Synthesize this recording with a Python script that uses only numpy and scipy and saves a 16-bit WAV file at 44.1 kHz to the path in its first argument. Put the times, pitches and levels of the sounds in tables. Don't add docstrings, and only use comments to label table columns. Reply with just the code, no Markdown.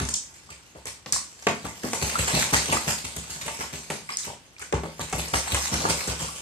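import sys
import numpy as np
from scipy import signal
from scipy.fft import rfft, irfft, next_fast_len
from scipy.io import wavfile
from scipy.ndimage import uniform_filter1d

SR = 44100
rng = np.random.default_rng(int(sys.argv[2]) if len(sys.argv) > 2 else 0)


def store_wav(level_fs):
    pcm = np.round(np.clip(np.atleast_2d(level_fs), -1, 1) * 32767)
    wavfile.write(sys.argv[1], SR, pcm.T.astype(np.int16))


N = 282681

# start in seconds, length in seconds, crack level in dB, crack centre in Hz,
# slap level in dB, tray knock level in dB, knock centre in Hz. Levels are relative peaks.
SMACKS = [(0.052, 0.0016, -24, 6600, -50, -62, 700), (0.088, 0.0018, -29, 4760, -31, -58, 700),
          (0.0894, 0.0042, -18, 7400, -48, -40, 820), (0.115, .002, -41, 7500, -56, -54, 700),
          (0.14, 0.0036, -12.5, 6640, -51, -45, 700), (.3416, 0.0027, -40, 6750, -52, -72, 700),
          (0.504, 0.0037, -34.5, 7600, -39.5, -61, 700), (0.515, 0.0033, -48, 8150, -45, -57, 700),
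          (0.751, 0.0021, -60, 6040, -53, -44, 506), (0.856, 0.0019, -22, 8100, -34, -38, 585),
          (1.061, 0.0028, -31, 5000, -31, -32, 680), (1.1242, 0.0023, -6.5, 6860, -62, -34, 667),
          (1.392, 0.0023, -42, 6070, -48, -65, 700), (1.4237, 0.0036, -33, 6500, -44, -48, 700),
          (1.4689, 0.002, -19.5, 6450, -13, -10.5, 530), (1.6534, 0.0034, -52, 7580, -55, -28, 740),
          (1.835, 0.0028, -28.5, 6730, -28.5, -33, 350), (1.933, 0.0013, -16, 7200, -20, -20.5, 810),
          (2.279, .003, -18.5, 8500, -18, -37, 800), (2.2837, .003, -22, 8000, -33, -43, 800),
          (2.2855, .004, -18, 8000, -21.5, -38, 800), (2.543, 0.0034, -13, 8400, -15, -18.5, 744),
          (2.7254, 0.0072, -14, 8500, -15, -21.5, 850), (2.8797, 0.0034, -21, 7200, -20.5, -27, 744),
          (3.164, 0.0037, -16, 9900, -55, -70, 700), (3.413, 0.011, -35, 4970, -31.5, -65, 704),
          (3.48, 0.0038, -27.5, 7800, -24, -25, 866), (3.6072, 0.0078, -45, 7700, -28.5, -26, 915),
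          (3.902, 0.0043, -23, 8000, -24, -23, 606), (4.104, 0.0014, -34, 5060, -29, -48, 700),
          (4.171, 0.0012, -11.5, 6800, -45, -49, 700), (4.231, 0.0049, -29.5, 7000, -52, -62, 700),
          (4.584, 0.0037, -42, 4960, -52, -70, 700), (4.595, 0.0015, -26, 9400, -55, -73, 700),
          (4.617, .005, -29, 8300, -33, -52, 700), (4.622, 0.0043, -30, 7900, -35, -43, 700),
          (4.726, 0.002, -24, 6800, -24, -17.5, 506), (4.8348, 0.0024, -34, 8500, -34, -26, 500),
          (4.995, 0.0023, -26, 7400, -43, -21.5, 580), (5.098, 0.0037, -29.5, 7950, -50, -61, 700),
          (5.1274, 0.0054, -20, 7250, -25, -21.5, 680), (5.283, 0.0036, -24.5, 7650, -52, -54, 700),
          (5.339, 0.00095, -43, 4960, -14, -14, 1080), (5.503, 0.0032, -25, 8340, -44, -32, 700),
          (5.546, 0.0052, -11.5, 7900, -18.5, -23, 700), (5.74, 0.0098, -22.5, 9200, -24.5, -42, 750),
          (5.801, 0.0037, -44, 7000, -47, -32, 600), (5.8522, 0.0012, -45, 6810, -36, -9.5, 695),
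          (5.889, 0.003, -17, 8600, -30, -38, 550), (5.9, .003, -20, 8000, -27, -35, 700),
          (6.075, 0.006, -17.5, 8000, -39, -34, 695), (6.192, 0.0033, -27, 8000, -40, -38, 700)]
# start in seconds, deep push in dB, water thump in dB, thump centre in Hz,
# spray in dB. Levels are relative.
BEATS = [(0.0, -19.5, -30, 183, -75), (0.497, -42, -54, 221, -63), (.751, -42, -43, 343, -85),
         (0.857, -41, -45.5, 300, -42), (1.06, -73, -44, 300, -56), (1.121, -37, -40, 253, -33.5),
         (1.467, -61, -26, 404, -77), (1.641, -32, -35, 193, -45.5), (1.838, -56, -32.5, 228, -46),
         (1.934, -62, -40, 330, -59), (2.014, -21.5, -30.5, 204, -39), (2.18, -19, -31, 179, -33),
         (2.333, -24, -27.5, 145, -32.5), (2.384, -44, -42, 190, -33), (2.523, -19.5, -27, 204, -28.5),
         (2.685, -31, -33.5, 198, -44), (2.719, -25.5, -27.5, 250, -51), (2.865, -29, -31.5, 197, -37.5),
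         (2.878, -62, -49, 300, -39), (3.039, -33, -40, 177, -43.5), (3.156, -29.5, -39, 166, -49),
         (3.29, -36, -48.5, 230, -42), (3.354, -42, -47.5, 230, -64), (3.412, -39, -62, 250, -47.5),
         (3.454, -40, -40, 326, -45), (3.585, -34, -36.5, 196, -43), (3.724, -34, -38, 256, -41.5),
         (3.899, -65, -34.5, 290, -37.5), (4.088, -56, -66, 200, -45), (4.236, -60, -53, 300, -42),
         (4.175, -57, -76, 180, -42.5), (4.266, -42, -37, 277, -63), (4.591, -44, -59, 240, -47),
         (4.726, -17, -28, 224, -70), (4.833, -60, -35.5, 288, -84), (4.997, -32, -36.5, 203, -42),
         (5.129, -24, -30.5, 193, -48.5), (5.174, -28, -35.5, 240, -36), (5.33, -21, -29.5, 179, -31.5),
         (5.515, -16.5, -34, 207, -38), (5.718, -22, -28.5, 161, -38), (5.735, -40, -44, 300, -60),
         (5.792, -55, -34.5, 220, -78), (5.832, -54, -34, 200, -74), (5.888, -26.5, -26, 228, -32.5),
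         (6.072, -21.5, -29, 184, -41), (6.192, -57, -41, 226, -42), (6.212, -28.5, -37.5, 226, -44),
         (6.234, -57, -44, 395, -47)]


def gain_of(db):
    return 10 ** (np.asarray(db) / 20)


def evened(x):
    return x / np.sqrt(np.mean(x ** 2) + 1e-20)


def read(points, hz):
    f, value = np.transpose(points)
    return np.interp(np.log(hz + 1), np.log(f + 1), value)


def add(mix, s, sound):
    part = mix[max(round(s * SR), 0):][:len(sound)]
    part += sound[:len(part)]


def smoothed(x, size, axis=-1):
    return uniform_filter1d(uniform_filter1d(x, size=size, axis=axis), size=size, axis=axis)


def colour(x, points):
    n = next_fast_len(x.shape[-1])
    gain = gain_of(read(points, np.fft.rfftfreq(n, 1 / SR)))
    return irfft(rfft(x, n) * gain, n)[..., :x.shape[-1]]


def resonate(x, hz, width):
    r = np.exp(-np.pi * width / SR)
    return 2 * signal.lfilter([1 - r], [1, -r * np.exp(2j * np.pi * hz / SR)], x).real


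def resonate_twice(x, hz, width):
    return resonate(resonate(x, hz, width), hz, width)


def flattened(x, size=40):
    z = rfft(x)
    return irfft(z / np.sqrt(uniform_filter1d(abs(z) ** 2, size=size)))


def pair(a, b):
    # frequency in Hz, left-right likeness from 0 to 1.
    likeness = [(60, 0.77), (290, 0.72), (640, 0.7), (1400, 0.076)]
    n = next_fast_len(len(a))
    same = np.clip(read(likeness, np.fft.rfftfreq(n, 1 / SR)), 0, 1)
    right = same * rfft(a, n) + np.sqrt(1 - same ** 2) * rfft(b, n)
    return np.array([a, irfft(right, n)[:len(a)]])


def hush():
    # frequency in Hz, relative level in dB per Hz.
    hush_spectrum = [(18, -16), (30, 13), (328, -2.5), (624, -11), (691, -10), (2920, -14.5), (4750, -19),
                     (10000, -32), (14000, -31), (14600, -60)]
    level_db = -51
    return gain_of(level_db) * evened(colour(pair(*rng.standard_normal((2, N))), hush_spectrum))


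def room(x, rise_s=.006, gap_s=.009):
    # frequency in Hz, level in dB.
    echo_spectrum = [(150, 3), (400, -4), (1200, -4), (3000, 0), (9000, 2), (12500, -1), (14600, -35)]
    # frequency in Hz, t60 in seconds.
    decay = [(100, 0.6), (400, 0.25), (1100, 0.34), (3000, 0.32), (8000, 0.32), (13000, 0.19)]
    x = colour(x, echo_spectrum)
    n, out = SR * 3 // 4, 0
    turn = np.arange(N) / SR * 4.3
    for k in range(3):
        taps = rng.choice([-1., 1.], (2, n)) * (rng.random((2, n)) < .1)
        hz, t, z = signal.stft(pair(*taps), SR, nperseg=256)
        fading = z * gain_of(-60 * t / read(decay, hz)[:, None])
        tail = signal.istft(fading, SR, nperseg=256)[1][:, :n]
        tail *= np.clip((np.arange(n) / SR - gap_s) / rise_s, .3, 1)
        tail /= np.linalg.norm(tail, axis=1)[:, None]
        share = np.sqrt(2 / 3) * np.cos(np.pi * (turn + k / 3))
        out = out + signal.fftconvolve((x * share)[None], tail, axes=1)[:, :N]
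    return out


def surge(rise_s, fall_s):
    t = np.arange(SR // 4) / SR
    return np.sin(np.pi / 2 * np.minimum(t / rise_s, 1)) ** 2 * np.exp(-np.maximum(t - rise_s, 0) / fall_s)


def vigour():
    # time in seconds, relative spray level in dB.
    falling = [(0.0, -39.5), (0.1, -57.5), (0.32, -61), (1.02, -68.5), (1.5, -57), (1.88, -50),
               (2.05, -37.5), (2.77, -40), (3.05, -51.5), (3.57, -49.5), (3.93, -56), (4.4, -67),
               (4.7, -65), (5.19, -48.5), (5.529, -40.5), (6.07, -40.5), (6.27, -53), (6.41, -46)]
    bed_slosh_db = -8.0
    stroke_slosh_db = -11.5
    knock_slosh_db, slap_slosh_db, slap_spray_db = -23, -28, -27
    spray = gain_of(np.interp(np.arange(N) / SR, *np.transpose(falling)))
    slosh = spray * gain_of(bed_slosh_db)
    swell = surge(rise_s=0.013, fall_s=0.028)
    gush = surge(rise_s=0.00072, fall_s=0.023)
    for s, _, thump_db, _, spray_db in BEATS:
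        add(spray, s, gain_of(spray_db) * swell)
        add(slosh, s, gain_of(thump_db + stroke_slosh_db) * swell)
    for s, *_, slap_db, knock_db, _hz in SMACKS:
        add(spray, s, gain_of(slap_db + slap_spray_db) * gush)
        add(slosh, s, (gain_of(knock_db + knock_slosh_db) + gain_of(slap_db + slap_slosh_db)) * gush)
    return 20 * np.log10(spray), 20 * np.log10(slosh)


def patchy(x, depth_db=2, size=9):
    z = signal.stft(x, nperseg=256)[2]
    patches = uniform_filter1d(rng.standard_normal(z.shape[-2:]), size=5, axis=0)
    patches = uniform_filter1d(patches, size=size, axis=1)
    return signal.istft(z * gain_of(depth_db * evened(patches)), nperseg=256)[1][..., :N]


def patter(points, per_s, spread_db, level_db):
    size = gain_of(spread_db * np.minimum(rng.exponential(1, N), 5)) * rng.choice([-1, 1], N)
    clumps = gain_of(1.7 * evened(uniform_filter1d(rng.standard_normal(N), 500)))
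    drops = size * (rng.random(N) < per_s / SR) * clumps
    return evened(patchy(colour(drops, points))) * gain_of(level_db)


def ping(hz, t60, rise=0.19, wobble=0):
    t = np.arange(3000) / SR
    turns = hz * t * (1 + rise * (t / t60 - .25)) + wobble
    return gain_of(-60 * t / t60) * np.minimum(t / 0.00087, 1) * np.sin(2 * np.pi * turns)


def gurgle(level_db, per_s=450):
    uneven_db = 3.6 * np.minimum(rng.exponential(1, N), 1.5)
    pops = gain_of(level_db + uneven_db) * (rng.random(N) < per_s / SR)
    sizes = np.geomspace(500, 5500, num=18)
    size = rng.integers(0, len(sizes), N)
    return sum(signal.oaconvolve(pops * (size == k), ping(hz, 14 / hz))[:N] for k, hz in enumerate(sizes))


def water():
    # frequency in Hz, relative level in dB per Hz.
    spray_spectrum = [(470, -108), (800, 0), (1710, -2.5), (2470, -2), (3440, -5), (8120, -2.5),
                      (13800, -2), (14400, -30), (15000, -62)]
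    slosh_spectrum = [(60, -30), (150, 4.5), (400, 6), (1000, 3.5), (2500, -12), (3600, -19), (6000, -70)]
    lags = [-22, -11, 3, 12]
    lump_db, clump_db, gurgle_db = 3, 2, 6
    spray_db, slosh_db = vigour()
    places = [patter(spray_spectrum, per_s=700, spread_db=2.0, level_db=0) for _ in lags]
    left = sum(np.roll(place, lag) for place, lag in zip(places, lags))
    spray = np.array([left, sum(places)])
    clumps_db = clump_db * evened(smoothed(rng.standard_normal(N), size=400))
    spray = evened(patchy(spray, lump_db, size=18) * gain_of(clumps_db))
    spray = gain_of(spray_db + 3.0) * spray
    slosh = patter(slosh_spectrum, per_s=910, spread_db=3.0, level_db=slosh_db)
    return spray, slosh + gurgle(slosh_db + gurgle_db)


def bubbles():
    # start in seconds, relative level in dB, pitch in Hz,
    # t60 in seconds, rise over half a t60 as a share of the pitch.
    pockets = [(.1435, -20, 3600, 0.0059, -1.3), (.1495, -33, 3180, 0.02, -0.21),
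               (0.491, -40.5, 1190, 0.047, 0.17), (.758, -32.5, 550, 0.032, 0.98),
               (.525, -41.5, 2410, 0.037, 0.23), (1.162, -20.5, 987, 0.021, -0.71),
               (1.468, -17, 2900, 0.0092, 0.26), (1.472, -13, 1810, .012, 1),
               (1.476, -26, 428, 0.047, -0.31), (1.492, -29, 545, 0.04, -0.074),
               (1.654, -30, 850, 0.04, 0.036), (1.686, -34, 1980, 0.034, -0.21),
               (1.842, -21, 244, 0.058, .05), (2.155, -17.5, 1340, 0.065, 0.33),
               (2.372, -18.5, 740, 0.042, 0.69), (2.538, -12, 1930, 0.02, -0.44),
               (4.09, -23.5, 2144, 0.024, 0.68), (4.095, -26, 1150, 0.033, 0.23),
               (4.122, -29, 5100, 0.03, -0.1), (4.137, -30, 5140, 0.032, 0.055),
               (4.147, -36, 5200, .03, .05), (4.232, -36, 3760, 0.033, -0.42),
               (4.276, -38, 950, 0.055, 0.17), (4.288, -39, 720, 0.025, 0.11),
               (4.301, -28.5, 880, 0.03, -0.37), (4.307, -33, 800, 0.034, .2),
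               (4.32, -39, 810, 0.027, 0.54), (4.333, -32.5, 765, 0.029, 0.5),
               (4.565, -39, 2400, .02, 0.018), (4.614, -45, 2120, .02, -0.046),
               (4.597, -39, 1300, 0.032, -0.32), (4.624, -33, 1500, 0.047, -0.38),
               (4.736, -13, 415, 0.042, -0.64), (4.752, -26, 1150, 0.013, 0.29),
               (4.77, -27, 980, 0.017, 0.1), (4.79, -36, 810, 0.018, 0.019),
               (4.767, -49, 2500, 0.013, -0.44), (5.476, -22, 764, 0.018, -0.1),
               (5.573, -22.5, 1210, 0.019, -0.18), (5.908, -24, 2140, 0.022, -0.24),
               (6.288, -29, 1150, 0.046, 0.15), (2.305, -24, 2050, .02, .1),
               (2.374, -23, 2460, 0.025, -0.26), (2.415, -26, 2620, .015, -0.019),
               (2.77, -19, 1260, 0.033, .2), (5.195, -30, 2550, 0.018, .05), (6.095, -35, 1960, .02, .05)]
    wobble_db, wobble_turns = 1.5, 0.09
    out = np.zeros(N)
    for s, db, hz, t60, rise in pockets:
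        level, phase = (evened(smoothed(v, size=90)) for v in rng.standard_normal((2, 3000)))
        dips_db = wobble_db * np.minimum(level - level[40], 0)
        add(out, s, gain_of(db + dips_db) * ping(hz, t60, rise, wobble_turns * phase))
    return out


def wings():
    # frequency in Hz, width in Hz, level in dB.
    air_modes = [(70.2, 6.8, 16.5), (104, 17.3, 22.5)]
    # frequency in Hz, width in Hz, level in dB.
    floor_modes = [(144.6, 11.8, 25.5), (161.5, 4.6, 29), (189, 7, 6.5), (250, 5.6, 17.5), (404, 7.3, 19),
                   (550, 18, 16)]
    push_lag_s = 0.014
    push, thump, t = np.zeros(N), np.zeros(N), np.arange(3000) / SR
    puff = np.sin(2 * np.pi * t * 70) * t / 0.011 * np.exp(-t / 0.0087)
    for s, push_db, thump_db, thump_hz, _ in BEATS:
        add(push, s + push_lag_s, gain_of(push_db) * puff)
        ragged = flattened(rng.standard_normal(len(t)) * t * np.exp(-t / 0.0088), size=4)
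        ragged = resonate_twice(ragged, thump_hz, 1.72 * thump_hz)
        ragged *= 0.69 / abs(ragged).max()
        add(thump, s, gain_of(thump_db) * ragged * np.exp(-(t / 0.036) ** 4))
    deep = sum(gain_of(db) * resonate(push, hz, width) for hz, width, db in air_modes)
    body = sum(gain_of(db) * resonate(thump, hz, width) for hz, width, db in floor_modes)
    return deep + body + 0.26 * push, 2.21 * thump


def smacks():
    # frequency in Hz, relative level in dB, t60 in seconds.
    tray_modes = [(245, -0.5, 0.087), (426, 7.5, 0.044), (483, 12.5, 0.036), (584, 10, 0.026),
                  (797, 10.5, 0.048), (914, 11, 0.088), (1174, 13.5, 0.088), (1370, 22.5, 0.023),
                  (1696, 14, 0.045)]
    slap_longer = 2.3
    slap_top_hz, tick_db, fade_s = 3600, -21, 0.022
    out, t = np.zeros((2, N)), np.arange(4096) / SR
    ring = sum(gain_of(db - 60 * t / t60) * np.sin(2 * np.pi * hz * t) for hz, db, t60 in tray_modes)
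    dull = signal.butter(2, slap_top_hz, fs=SR, output="sos")
    tick = gain_of(tick_db) * np.diff(t == 0, prepend=0, axis=0)
    for s, length, crack_db, hz, slap_db, knock_db, knock_hz in SMACKS:
        noise = rng.standard_normal(len(t) + 1)
        burst = flattened(noise[1:] * np.exp(-(t / (1.69 * length)) ** 2) + 9 * (t == 0))
        wet = flattened(noise[1:] * np.exp(-t / (slap_longer * length)) + 5.6 * (t == 0))
        crack = resonate_twice(burst, hz, 0.67 * hz)
        crack = signal.sosfilt(signal.butter(4, .68 * hz, "high", fs=SR, output="sos"), crack)
        crack = crack / abs(crack).max() + tick
        slap = signal.sosfilt(dull, resonate_twice(wet, 1710, 2300))
        rung = signal.fftconvolve(burst, ring)[:len(t)] / 60 + burst
        knock = resonate(resonate(rung, knock_hz, 1.1 * knock_hz), knock_hz, 1.8 * knock_hz)
        parts = (crack_db, crack), (slap_db, slap), (knock_db, knock)
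        hit = sum(gain_of(db) * part / abs(part).max() for db, part in parts)
        hit *= np.exp(-(t / fade_s) ** 4)
        add(out[0], s - .0002 + .00025 * noise[0], hit)
        add(out[1], s, hit)
    return out


def scene():
    boom, thump = wings()
    spray, slosh = water()
    hits, pops = smacks(), bubbles()
    bird = pops + slosh + thump
    direct = hits + spray + np.array([np.roll(bird, -11), bird])
    to_room = hits[1] + gain_of(-0.5) * spray[1] + slosh + thump + gain_of(-1.5) * pops
    return gain_of(4.5) * direct + gain_of(2.0) * room(to_room) + boom + hush()


def record(dry):
    # frequency in Hz, level in dB.
    overall_colour = [(30, -34), (60, -8), (5000, 1.5), (8300, 0), (9400, -2), (10050, -15), (10700, -8.5),
                      (13500, -15), (14400, -17), (16000, -41)]
    # frequency in Hz, level difference in dB.
    lean = [(60, 0.5), (110, 3), (200, -0.5), (380, 2.5), (700, 1), (1290, 0), (2380, -1), (4400, 0),
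            (8120, -1.5), (15000, 16)]
    edge_hz = 16450
    heard = colour(dry, overall_colour)
    left = colour(heard[0], [(hz, db / 2) for hz, db in lean])
    right = colour(heard[1], [(hz, -db / 2) for hz, db in lean])
    band = signal.firwin(511, edge_hz, window=("kaiser", 9), fs=SR)
    return signal.oaconvolve(np.array([left, right]), band[None], "same")


dry = scene()
out = record(dry)
store_wav(out)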